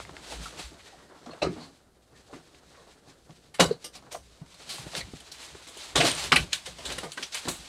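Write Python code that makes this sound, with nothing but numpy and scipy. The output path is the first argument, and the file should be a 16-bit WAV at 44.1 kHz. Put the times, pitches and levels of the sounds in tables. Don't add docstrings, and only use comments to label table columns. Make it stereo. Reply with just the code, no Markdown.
import sys
import numpy as np
from scipy import signal
from scipy.fft import rfft, irfft
from scipy.io import wavfile
from scipy.ndimage import uniform_filter1d

SR = 44100
rng = np.random.default_rng(int(sys.argv[2]) if len(sys.argv) > 2 else 0)


def volts_from_decibels(level):
    exponent = np.asarray(level, float) / 20
    return 10 ** exponent


def master_out(mix):
    frames = np.transpose(np.atleast_2d(mix))
    ceiling = np.clip(frames, -1, 1)
    pcm = np.round(ceiling * 32767).astype(np.int16)
    wavfile.write(sys.argv[1], SR, pcm)


N = 338688


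def colour(x, table):
    hz, db = np.transpose(table)
    f = np.fft.rfftfreq(len(x), 1 / SR) + 1
    gain_db = np.interp(np.log(f), np.log(hz), db, left=-90, right=-90)
    y = irfft(rfft(x) * volts_from_decibels(gain_db), len(x))
    return y / np.sqrt(np.mean(y ** 2))


def band(x, lo_hz, hi_hz):
    sos = signal.butter(2, [lo_hz, min(hi_hz, 0.45 * SR)], "band", fs=SR, output="sos")
    return signal.sosfilt(sos, x)


def walk(rate_hz):
    hold = int(SR / rate_hz)
    steps = np.repeat(rng.standard_normal(N // hold + 1), hold)
    return 0.622 * uniform_filter1d(uniform_filter1d(steps, hold), hold)[:N]


def grit(spread_db, size=N):
    strength = np.minimum(rng.exponential(size=size), 3.5)
    return rng.standard_normal(size) * volts_from_decibels(spread_db * strength)


def decay(t, t60):
    return 1000.0 ** (-t / t60)


def seconds(length_s):
    return np.arange(int(length_s * SR)) / SR


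def add(out, s, x, db):
    i = max(int(s * SR), 0)
    x = x[:N - i]
    out[i:i + len(x)] += x * volts_from_decibels(db) / np.abs(x).max()


def ring(modes, gain_db, longest_s, t):
    hz, db, t60 = np.transpose(modes)[:, :, None]
    detune, phase, uneven = rng.standard_normal((3, len(modes), 1))
    wave = np.sin(2 * np.pi * (hz * (1 + 0.03 * detune) * t + phase))
    size = volts_from_decibels(db + gain_db + 2.5 * uneven)
    damped_t60 = np.minimum(0.13 * t60, longest_s)
    return np.sum(size * wave * decay(t, damped_t60), axis=0)


# pitch_hz, level_db per Hz
AIR_SPECTRUM = [(25, 2.5), (45, -22), (58, 1), (100, -4.5), (800, -15), (1000, -46), (2000, -60),
                (4300, -42), (9000, -29.5), (12000, -33), (15800, -43)]


def air(spread_db, level_db):
    return volts_from_decibels(level_db) * colour(grit(spread_db), AIR_SPECTRUM)


def strokes(table, rest):
    s, db, rise_s, fall_s = np.transpose(table)[:, :, None]
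    t = np.arange(0, N / SR + 0.001, 0.001)
    before = (s - t) / np.maximum(rise_s, 0.001)
    after = (t - s) / np.maximum(fall_s, 0.001)
    away = np.where(t < s, before, after)
    power = np.sum(volts_from_decibels(2 * (db - 10 * away)), axis=0)
    return np.sqrt(np.interp(np.arange(N) / SR, t, power) + rest ** 2)


def curves(table):
    s, *columns = np.transpose(table)
    return [volts_from_decibels(np.interp(np.arange(N) / SR, s, c)) for c in columns]


def patchy(x, table):
    x = colour(x, table)
    split_hz = table[len(table) // 2][0]
    dull = signal.sosfilt(signal.butter(1, split_hz, fs=SR, output="sos"), x)
    bright = x - dull
    return volts_from_decibels(1.5 * walk(25)) * dull + volts_from_decibels(1.5 * walk(25)) * bright


# peak_s, level_db, rise_s, fall_s
WALL_PUSHES = [(.08, -50.5, 0.33, .15), (.38, -51, 0.15, 0.18), (.66, -50, 0.091, 0.089),
               (1.47, -40.5, .03, 0.06), (3.31, -63, .06, 0.14), (3.68, -37, 0.042, 0.026),
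               (4.0, -57, .04, 0.067), (4.19, -55, .05, 0.12), (5.07, -48.5, 0.22, 0.064),
               (5.56, -54.5, 0.074, 0.045), (5.97, -42.5, 0.029, 0.11), (6.2, -52, 0.18, 0.17),
               (6.4, -36.5, 0.11, 0.04), (6.99, -44.5, 0.21, 0.036), (7.51, -54, .06, 0.52)]


def wall_gain():
    return strokes(WALL_PUSHES, volts_from_decibels(-67.5))


def walls(push):
    wobble = 1 + 0.0728 * walk(10)
    drum = volts_from_decibels(-6.5) * np.sin(2 * np.pi * 54.6 * np.cumsum(wobble) / SR)
    flap = colour(grit(0.45), [(28, -41), (44, -23), (54, 5.5), (64, 3.5), (90, -5.5), (120, -2.5)])
    return push * (drum + 0.92 * flap)


def rumble(drag, push):
    gain = np.hypot(drag * volts_from_decibels(-15), push * volts_from_decibels(-7.5))
    shake = colour(grit(2.4), [(80, -38), (120, 3.5), (160, 11), (260, -1.5), (420, -5)])
    return gain * volts_from_decibels(8.4 * walk(30)) * shake


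# peak_s, level_db, rise_s, fall_s
RUSTLES = [(.245, -47, 0.021, 0.046), (.31, -39.5, 0.059, 0.093), (.435, -39.5, 0.028, 0.066),
           (.596, -39.5, 0.023, 0.037), (.655, -47, 0.028, 0.028), (1.64, -56.5, 0.25, 0.096),
           (2.18, -63.5, 0.12, 0.71), (2.34, -56, 0.023, 0.11), (2.55, -61.5, 0.064, 0.039),
           (2.7, -59, 0.1, 0.1), (2.92, -57, 0.13, 0.062), (3.1, -57, .07, 0.054),
           (3.35, -59.5, 0.26, 0.39),
           (3.72, -54, .05, 0.019), (3.829, -53, 0.062, 0.046), (3.94, -50.5, 0.009, 0.044),
              (4.118, -41, 0.0053, 0.021), (4.7, -48, 0.12, 0.8), (4.974, -40, 0.036, 0.05),
              (5.012, -43, 0.069, 0.0067), (5.444, -47, 0.1, 0.28), (5.806, -42.5, 0.04, 0.076),
              (5.889, -44.5, 0.033, 0.042), (6.065, -26, 0.04, 0.063), (6.243, -34.5, 0.096, 0.042),
              (6.44, -47.5, 0.26, 0.021), (6.56, -45, 0.052, 0.11), (6.665, -42.5, 0.015, 0.046),
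              (6.79, -47.5, 0.038, 0.078), (6.864, -39, .018, 0.071), (6.93, -41.5, 0.073, 0.099),
              (7.176, -42.5, 0.0052, 0.082), (7.23, -44.5, 0.0055, 0.081), (7.354, -39, 0.032, 0.11),
              (7.49, -42, 0.048, 0.096), (7.65, -51, 0.02, 0.18)]
# pitch_hz, level_db per Hz
RUSTLE_SPECTRUM = [(530, -6), (900, -2.5), (1220, -4.5), (1880, -3), (3770, 0), (5290, -4), (6500, -12),
                   (8450, -45), (14300, -120)]
# pitch_hz, level_db per Hz
CRISP_SPECTRUM = [(3530, -98), (6000, -6), (7710, 1), (8890, -2.5), (9140, -2), (14000, -19.5),
                  (15800, -28)]


def rustle(tension):
    gain = strokes(RUSTLES, tension)
    fibres = grit(3.3) * volts_from_decibels(4.1 * walk(45))
    return gain * (patchy(fibres, RUSTLE_SPECTRUM) + volts_from_decibels(-6.5) * colour(fibres, CRISP_SPECTRUM))


# peak_s, level_db, rise_s, fall_s
SCRAPES = [
    (.58, -42, 0.17, 0.042),
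    (.98, -54, 0.9, 0.067),
    (5.45, -58, 0.13, 0.42),
    (6.29, -45, 0.23, 0.0083),
    (6.91, -39, 0.058, .06),
    (6.95, -45, 0.14, 0.15),
    (7.42, -51, 0.043, 0.095),
]
# pitch_hz, level_db per Hz
SCRAPE_SPECTRUM = [(150, -17), (250, 1), (452, 1), (935, -6.5), (1560, -7.5), (2200, -16.5), (2860, -52),
                   (4840, -120)]


def scraping(drag):
    return drag * volts_from_decibels(-5.5 + 5.5 * walk(45)) * patchy(grit(6.4), SCRAPE_SPECTRUM)


# time_s, weight on the dragged top level_db, cloth tension level_db
EFFORT = [(0.0, -51.5, -51.5), (0.36, -45, -68), (0.6, -59, -50.5), (0.77, -59, -57), (1.3, -47.5, -61),
          (1.7, -58.5, -68), (2.0, -59, -69.5), (2.31, -52.5, -62), (3.15, -56, -78), (3.5, -59, -79),
          (4.08, -51, -69), (4.3, -59, -59.5), (4.94, -46.5, -66), (5.2, -54.5, -57), (5.88, -52.5, -77),
          (6.15, -63, -36), (6.55, -66, -56.5), (7.68, -53, -57.5)]


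def movement():
    weight, tension = curves(EFFORT)
    drag, push = strokes(SCRAPES, weight), wall_gain()
    return rustle(tension) + scraping(drag) + rumble(drag, push) + walls(push)


# start_s, level_db, pitch_hz
SNAPS = [(0.001, -26.5, 1070), (0.051, -33, 1310), (0.0928, -31.5, 860), (0.167, -26.5, 1590),
         (5.9572, -13, 3700), (6.0134, -11, 2600), (3.3073, -40.5, 4000), (4.4627, -43, 2950),
         (4.9513, -19.5, 3520), (5.402, -37, 3820), (5.5524, -36, 807), (5.67, -39, 3470),
         (6.053, -14, 3020), (7.329, -35, 3500), (7.372, -24, 2980)]


def snaps():
    out, t = np.zeros(N), seconds(0.03)
    for s, db, hz in SNAPS:
        crack = grit(3.7, len(t)) * np.exp(-t / 0.0023)
        add(out, s, band(crack, 0.3 * hz, 1.45 * hz), db - 0.5)
    return out


# start_s, level_db
SQUEAKS = [
    (6.095, -21),
    (6.113, -18),
    (6.149, -22.5),
    (6.1764, -32.5),
]


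def squeaks():
    out, t = np.zeros(N), seconds(0.03)
    for s, db in SQUEAKS:
        add(out, s, np.sin(2 * np.pi * 8700 * t) * t * np.exp(-t / 0.0024), db - 6)
    return out


# start_s, level_db,
# pitch_hz, width_hz, swell_s
RINGS = [(1.305, -45.5, 4300, 200, 0.0078), (1.308, -51, 2700, 200, 0.01),
         (1.417, -26.5, 2640, 250, 0.0047), (1.416, -27, 4030, 400, 0.0081), (1.42, -29, 580, 120, 0.0034),
         (1.436, -32, 1260, 120, 0.0076), (1.42, -21, 510, 302, 0.013), (1.59, -44, 4300, 704, 0.024),
         (1.643, -56, 1050, 150, 0.0066), (3.587, -34, 1390, 2200, 0.0036), (3.596, -20, 790, 400, 0.0078),
         (3.601, -14, 5000, 3000, 0.0045), (3.6, -8.5, 2240, 2520, 0.0053), (3.655, -31, 4850, 500, 0.0056),
         (3.704, -40, 4250, 600, 0.012), (4.69, -29, 4000, 2200, 0.018), (4.964, -29, 4700, 1200, 0.0037),
         (5.003, -33.5, 2050, 400, 0.0073), (5.005, -33, 4200, 600, 0.0035), (4.928, -37, 790, 286, 0.0059),
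         (4.782, -38, 680, 400, 0.0019),
         (5.953, -24, 1190, 1600, 0.0017), (5.956, -12.5, 6660, 1960, 0.0016),
              (5.971, -14, 2870, 3500, 0.0071), (6.003, -15, 2500, 1200, .006),
              (6.004, -27, 4170, 900, 0.0052), (6.046, -15, 2970, 4000, 0.004),
              (6.108, -23, 3400, 900, 0.0035), (6.32, -7, 2160, 2400, 0.0034),
              (6.335, -27, 790, 500, 0.013), (6.36, -5.5, 2320, 1010, 0.0041),
              (6.359, -12.5, 9300, 1800, 0.0023), (6.365, -14, 4000, 900, 0.0019),
              (6.53, -11.5, 3140, 3630, 0.0018), (6.529, -19, 6950, 900, 0.0013),
              (6.85, -28, 3670, 900, 0.0096), (6.852, -30, 7840, 1500, 0.0093),
              (6.896, -28, 2180, 2000, 0.0094), (6.98, -31.5, 3670, 1500, 0.0049),
              (7.174, -24, 1520, 1210, 0.0033), (7.226, -23.5, 2900, 1500, 0.0042),
              (7.228, -28.5, 5500, 1200, 0.007), (7.32, -30, 4000, 5000, 0.0096),
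              (7.344, -22.5, 4500, 5000, 0.0016), (7.366, -32, 3160, 2530, 0.0087),
              (7.475, -26, 930, 500, 0.0033), (7.483, -21.5, 2470, 4000, 0.0039),
              (7.48, -40, 7700, 497, .02), (7.512, -39, 1200, 1500, 0.0023),
              (6.098, -28, 2800, 3000, 0.0025), (6.064, -24, 2500, 3500, 0.0018),
              (6.075, -27, 990, 1200, 0.0034), (6.325, -9, 1210, 506, 0.0019),
              (7.118, -26.5, 4470, 6000, 0.0018), (6.522, -26, 2710, 1500, 0.0055),
         (.3, -39.5, 647, 99, 0.0081), (0.454, -34, 1280, 150, 0.0044),
               (0.791, -40.5, 1970, 2500, 0.0066), (.8, -56, 1870, 160, 0.12), (.92, -45, 706, 200, 0.012),
               (2.285, -45, 605, 300, 0.018), (.987, -45.5, 1194, 1490, 0.0012),
               (1.15, -45, 1000, 900, 0.011), (1.265, -39, 250, 80, 0.01), (1.255, -39.5, 700, 248, 0.0077),
               (1.375, -43, 800, 700, 0.0038), (1.462, -30, 167, 70, 0.016), (1.472, -30, 320, 100, 0.019),
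               (1.556, -35.5, 284, 100, 0.0098), (1.6, -42.5, 490, 500, 0.014),
               (2.131, -55, 1780, 200, 0.026), (2.546, -42.5, 1700, 2000, .001),
               (2.74, -46.5, 1660, 1200, 0.01), (2.87, -45, 487, 600, 0.011),
               (3.379, -47.5, 250, 250, 0.0036), (3.612, -19.5, 600, 905, 0.013),
               (3.675, -34.5, 650, 695, 0.017), (3.671, -34, 157, 70, 0.02), (2.353, -45, 412, 250, .012),
               (4.061, -43, 700, 923, 0.0077), (4.142, -31.5, 674, 200, 0.0061),
               (4.597, -43, 700, 794, 0.0052), (5.315, -35.5, 4200, 1200, 0.0045),
               (5.437, -50, 6800, 2520, .001), (5.452, -43, 6960, 2570, 0.0012),
               (5.683, -38, 5500, 5040, 0.004), (6.232, -32.5, 495, 700, 0.0093),
               (6.673, -43.5, 161, 80, 0.015), (6.895, -36.5, 550, 150, 0.0083),
               (6.975, -41, 500, 600, 0.011), (6.694, -40, 7500, 2500, 0.0025)]


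def buzzing_parts():
    out, t = np.zeros(N), seconds(0.4)
    for s, db, hz, width_hz, swell_s in RINGS:
        push = grit(4.14, len(t)) * t * np.exp(-t / max(swell_s, 0.0005))
        centre_hz = np.hypot(hz, width_hz / 2)
        add(out, s, band(push, centre_hz - width_hz / 2, centre_hz + width_hz / 2), db)
    return out


# start_s,
# level_db, pitch_hz, cycles
BUMPS = [(0.34, -40, 53.5, 4.5), (0.63, -38, 56.5, 1.9), (5.024, -41.5, 59, 2.5), (5.55, -41, 480, 1),
         (4.415, -36, 156, 1.2), (4.867, -40, 168, 1.1), (5.136, -27, 230, 0.32), (7.035, -38, 190, 1.5),
         (1.268, -36, 260, 3.3), (1.47, -18.5, 340, 1.5), (3.595, -17, 460, 1.7), (3.71, -16, 450, 2.7),
         (7.476, -27, 260, 0.51), (6.32, -5, 2300, 1.8), (7.176, -28, 1700, 1.7)]


def bumps():
    out, t = np.zeros(N), seconds(0.4)
    for s, db, hz, cycles in BUMPS:
        add(out, s, np.sin(2 * np.pi * hz * t) * t * np.exp(-2 * t * hz / cycles), db)
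    return out


# pitch_hz, level_db, t60_s
TOP = [(164.7, -2, 0.77), (284, -7, 1), (317, -24, 0.39), (440, 0, 0.13), (533, 4.5, 0.11),
       (686, -6.5, 0.3), (964, -37, 0.38), (1050, -4, 0.2), (1208, -13, 0.47)]
# start_s, level_db, pitch_hz,
# t60_s
THUDS = [(0.319, -31, 785, 0.14), (0.455, -34, 1360, 0.047), (0.712, -39, 250, 0.24),
         (1.258, -34.5, 1180, 0.083), (1.29, -35, 280, 0.051), (1.33, -36, 641, 0.046),
         (1.415, -23.5, 300, 0.31), (1.44, -27, 426, 0.23), (1.559, -35.5, 258, 0.52),
         (2.123, -39, 142, 0.06), (2.326, -33, 317, 0.21), (3.074, -42, 290, 0.14),
         (3.292, -33, 177, 0.051),
         (3.594, -12, 600, 0.081), (3.689, -31, 463, 0.19), (7.45, -30.5, 300, 0.081),
              (4.021, -39.5, 1120, 0.067), (4.146, -28.5, 544, 0.057), (4.409, -35, 149, 0.13),
              (4.784, -32, 143, 0.14), (4.862, -31, 148, 0.034), (4.937, -33, 524, 0.18),
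              (5.547, -40, 384, 0.027), (5.954, -21.5, 700, 0.45), (6.03, -20, 292, 0.32),
              (6.321, -16, 1170, 0.083), (6.387, -32.5, 133, 0.55), (6.668, -31, 463, 0.11),
              (7.044, -28.5, 164, 0.089), (7.189, -32.5, 336, 0.17), (7.472, -22.5, 309, 0.17),
              (3.6, -23.5, 144, 0.16), (5.135, -31.5, 191, 0.018), (5.957, -21.5, 128, 0.54),
              (6.32, -15.5, 250, 0.072)]


def thuds():
    out, t = np.zeros(N), seconds(0.4)
    top_hz = np.array(TOP)[:, :1]
    for s, db, hz, t60 in THUDS:
        push = grit(3, len(t)) * decay(t, max(t60, 0.02)) * np.minimum(t / 0.005, 1)
        near_db = -7 * np.abs(np.log2(top_hz / hz))
        body = signal.fftconvolve(push, ring(TOP, near_db, 0.089, t))[:len(t)]
        add(out, s, body, db - 7)
        add(out, s, band(push, 0.8 * hz, 1.25 * hz), db - 7)
        add(out, s, band(push, 0.5 * hz, 4.5 * hz), db - 6)
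    return out


def rattle(db, t60, t):
    hard = np.clip((db + 30.5) / 18, 0, 1)
    blow = np.minimum(0.6 * hard + 0.3 + t / 0.006, 1) + 1.2 * hard * np.exp(-t / 0.0012)
    bounces = volts_from_decibels(1.5 * np.repeat(rng.standard_normal(len(t) // 128 + 1), 128)[:len(t)])
    after_hold = np.maximum(t - 0.003 - 0.0086 * hard, 0)
    return blow * bounces * grit(2.83, len(t)) * decay(after_hold, max(t60, 0.01))


# pitch_hz, level_db, t60_s
TUBES = [(3260, -29, 0.1), (3440, -19.0, 0.18), (4200, 12, 0.068), (5500, -25.0, 0.092), (8000, 14, 0.21),
         (9360, 5.0, 0.2), (1530, 11.0, 0.18), (2130, -33, 0.06), (2880, 4, 0.08), (2990, 14, 0.19),
         (3510, 6.5, 0.033), (4580, 0.0, 0.049), (8270, 14.5, 0.081), (9600, -24, 0.13)]
# start_s, level_db, hollow top level_db, rattle t60_s, pitch_hz
CLACKS_TIGHT = [(1.3109, -47, 4, 0.2, 3900), (1.42, -21.5, -1, 0.19, 2340), (1.6053, -43, -3, 0.34, 4050),
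                (2.7692, -49.5, 2, 0.37, 1790), (3.711, -44, -37, 0.11, 4200),
                (3.8425, -23, -16, 0.12, 5500), (3.951, -33, -11.5, 0.11, 4830),
                (4.1196, -27, -13, 0.23, 6050), (4.9633, -26, -10, 0.1, 4840), (5.007, -46, 5, 0.039, 4050),
                (5.9564, -9.5, -10.5, 0.24, 3700), (6.0027, -11, -7.5, 0.36, 2420),
                (6.9187, -24, -14, 0.089, 3980), (7.1744, -27.5, -8, 0.042, 1410)]
# start_s, level_db, hollow top level_db, rattle t60_s, pitch_hz
CLACKS_RIVET = [(0.595, -31, -6, 0.06, 2520), (2.336, -43.5, 0.5, 0.035, 1410),
                (3.598, -5.5, -6.5, 0.17, 4000), (4.5415, -40.5, -7, 0.03, 4140),
                (4.692, -25, -22, 0.5, 4300), (5.316, -32, -18, 0.084, 5500), (6.32, -8, -14, 0.2, 2340),
                (6.359, -7, -21.5, 0.15, 2560), (6.5297, -13.5, -26, .13, 3600),
                (6.6575, -27, -22, 0.091, 3510), (6.783, -33, -7, 0.34, 2920),
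                (6.8528, -25, -34, 0.045, 3720), (7.226, -23, -20, 0.04, 3160)]
# start_s, level_db, hollow top level_db, rattle t60_s, pitch_hz
CLACKS_LOOSE = [
    (3.541, -30, -23, 0.12, 1950),
    (5.201, -38, -32.5, 0.057, 3100),
    (5.6704, -36, -12, 0.25, 3530),
    (5.77, -31.5, -11.5, 0.12, 3060),
    (6.0506, -20, -4.5, 0.18, 2260),
    (6.982, -22.5, -12, .05, 1930),
    (7.031, -30.5, -2, 0.16, 2060),
    (7.12, -33.5, -34, 0.12, 2900),
    (7.3446, -21.5, -20, 0.11, 2400),
    (7.482, -22, -17, 0.26, 4000),
]


def clacks():
    out, t = np.zeros(N), seconds(0.4)
    tube_hz = np.array(TUBES)[:, :1]
    joints = [(CLACKS_TIGHT, -75), (CLACKS_RIVET, -6), (CLACKS_LOOSE, 7)]
    for rows, sizzle_db in joints:
        for s, db, top_db, t60, hz in rows:
            chatter = rattle(db, t60, t)
            near_db = -6 * np.abs(np.log2(tube_hz / hz))
            tubes = signal.fftconvolve(chatter, ring(TUBES, near_db, 0.022, t))[:len(t)]
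            add(out, s, tubes, db - 11)
            add(out, s, band(chatter, 0.88 * hz, 1.14 * hz), db - 12)
            add(out, s, band(chatter, 0.43 * hz, 2.35 * hz), db - 3)
            brighter = np.log2(hz / 3300)
            sizzle = band(band(chatter, 4500, 10000), 5100, 13200)
            add(out, s, sizzle, db + sizzle_db - 10 + 1.6 * brighter)
            fizz = band(band(chatter, 10600, 17000), 11000, 23000)
            add(out, s + 0.0013, fizz, db + 0.7 * sizzle_db - 13 + 11 * brighter)
            top = signal.fftconvolve(band(chatter, 185, 2600), ring(TOP, 0, 0.046, t))[:len(t)]
            add(out, s - 0.003, top, db + top_db + 2.5)
    return out


def tent(x):
    t = seconds(0.3)
    cloud = band(rng.standard_normal(len(t)), 120, 12800)
    echoes = cloud * decay(t, 0.1) * np.minimum(t / 0.0051, 1)
    wet = signal.fftconvolve(x, echoes / np.linalg.norm(echoes))[:N]
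    return band(x + volts_from_decibels(-12) * wet, 29, 9650)


def scene():
    table = tent(clacks() + thuds() + snaps() + squeaks()) + tent(buzzing_parts() + bumps())
    mono = air(0.54, -62) + movement() + table
    return mono + np.array([air(0.6, -71.5) for _ in range(2)])


def smooth(x, time_s):
    keep = np.exp(-1 / (time_s * SR))
    return signal.lfilter([1 - keep], [1, -keep], x)


# band top pitch_hz, full duck below level_db, none above level_db, depth_db
DUCK = [(320, -73.5, -45, 18), (605, -73.5, -54, 9.5), (1410, -73.5, -59.5, 15), (4000, -69.5, -57, 14.5),
        (9300, -73, -59, 6), (19500, -79, -56, 12)]


def ducked_right(dry):
    f, (left, other) = np.fft.rfftfreq(N, 1 / SR), rfft(dry)
    right, below = np.zeros(N), np.zeros(len(f))
    for top_hz, quiet_db, loud_db, depth_db in DUCK:
        under = 1 / (1 + (f / top_hz) ** 8)
        part, own = irfft([left, other - left] * (under - below), N)
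        power = part ** 2 + volts_from_decibels(-79) * dry[0] ** 2
        db = 10 * np.log10(smooth(power, 0.011) + 1e-18)
        shut = smooth(np.clip((loud_db - db) / (loud_db - quiet_db), 0, 1), 0.01)
        right += part * volts_from_decibels(-depth_db * shut) + shut * own
        below = under
    treble = band(band(right, 13100, 15000), 13100, 15000)
    return right + 1.6 * walk(1500) * treble


def band_limit(x):
    return signal.sosfilt(signal.butter(12, 15830, fs=SR, output="sos"), x)


def record(dry):
    dry = dry + volts_from_decibels(-17) * band(dry, 4310 - 650, 4310 + 650)
    ceiling = 1.6
    mix = ceiling * np.tanh(np.array([dry[0], ducked_right(dry)]) / ceiling)
    return band_limit(mix)


dry = scene()
out = record(dry)
master_out(out)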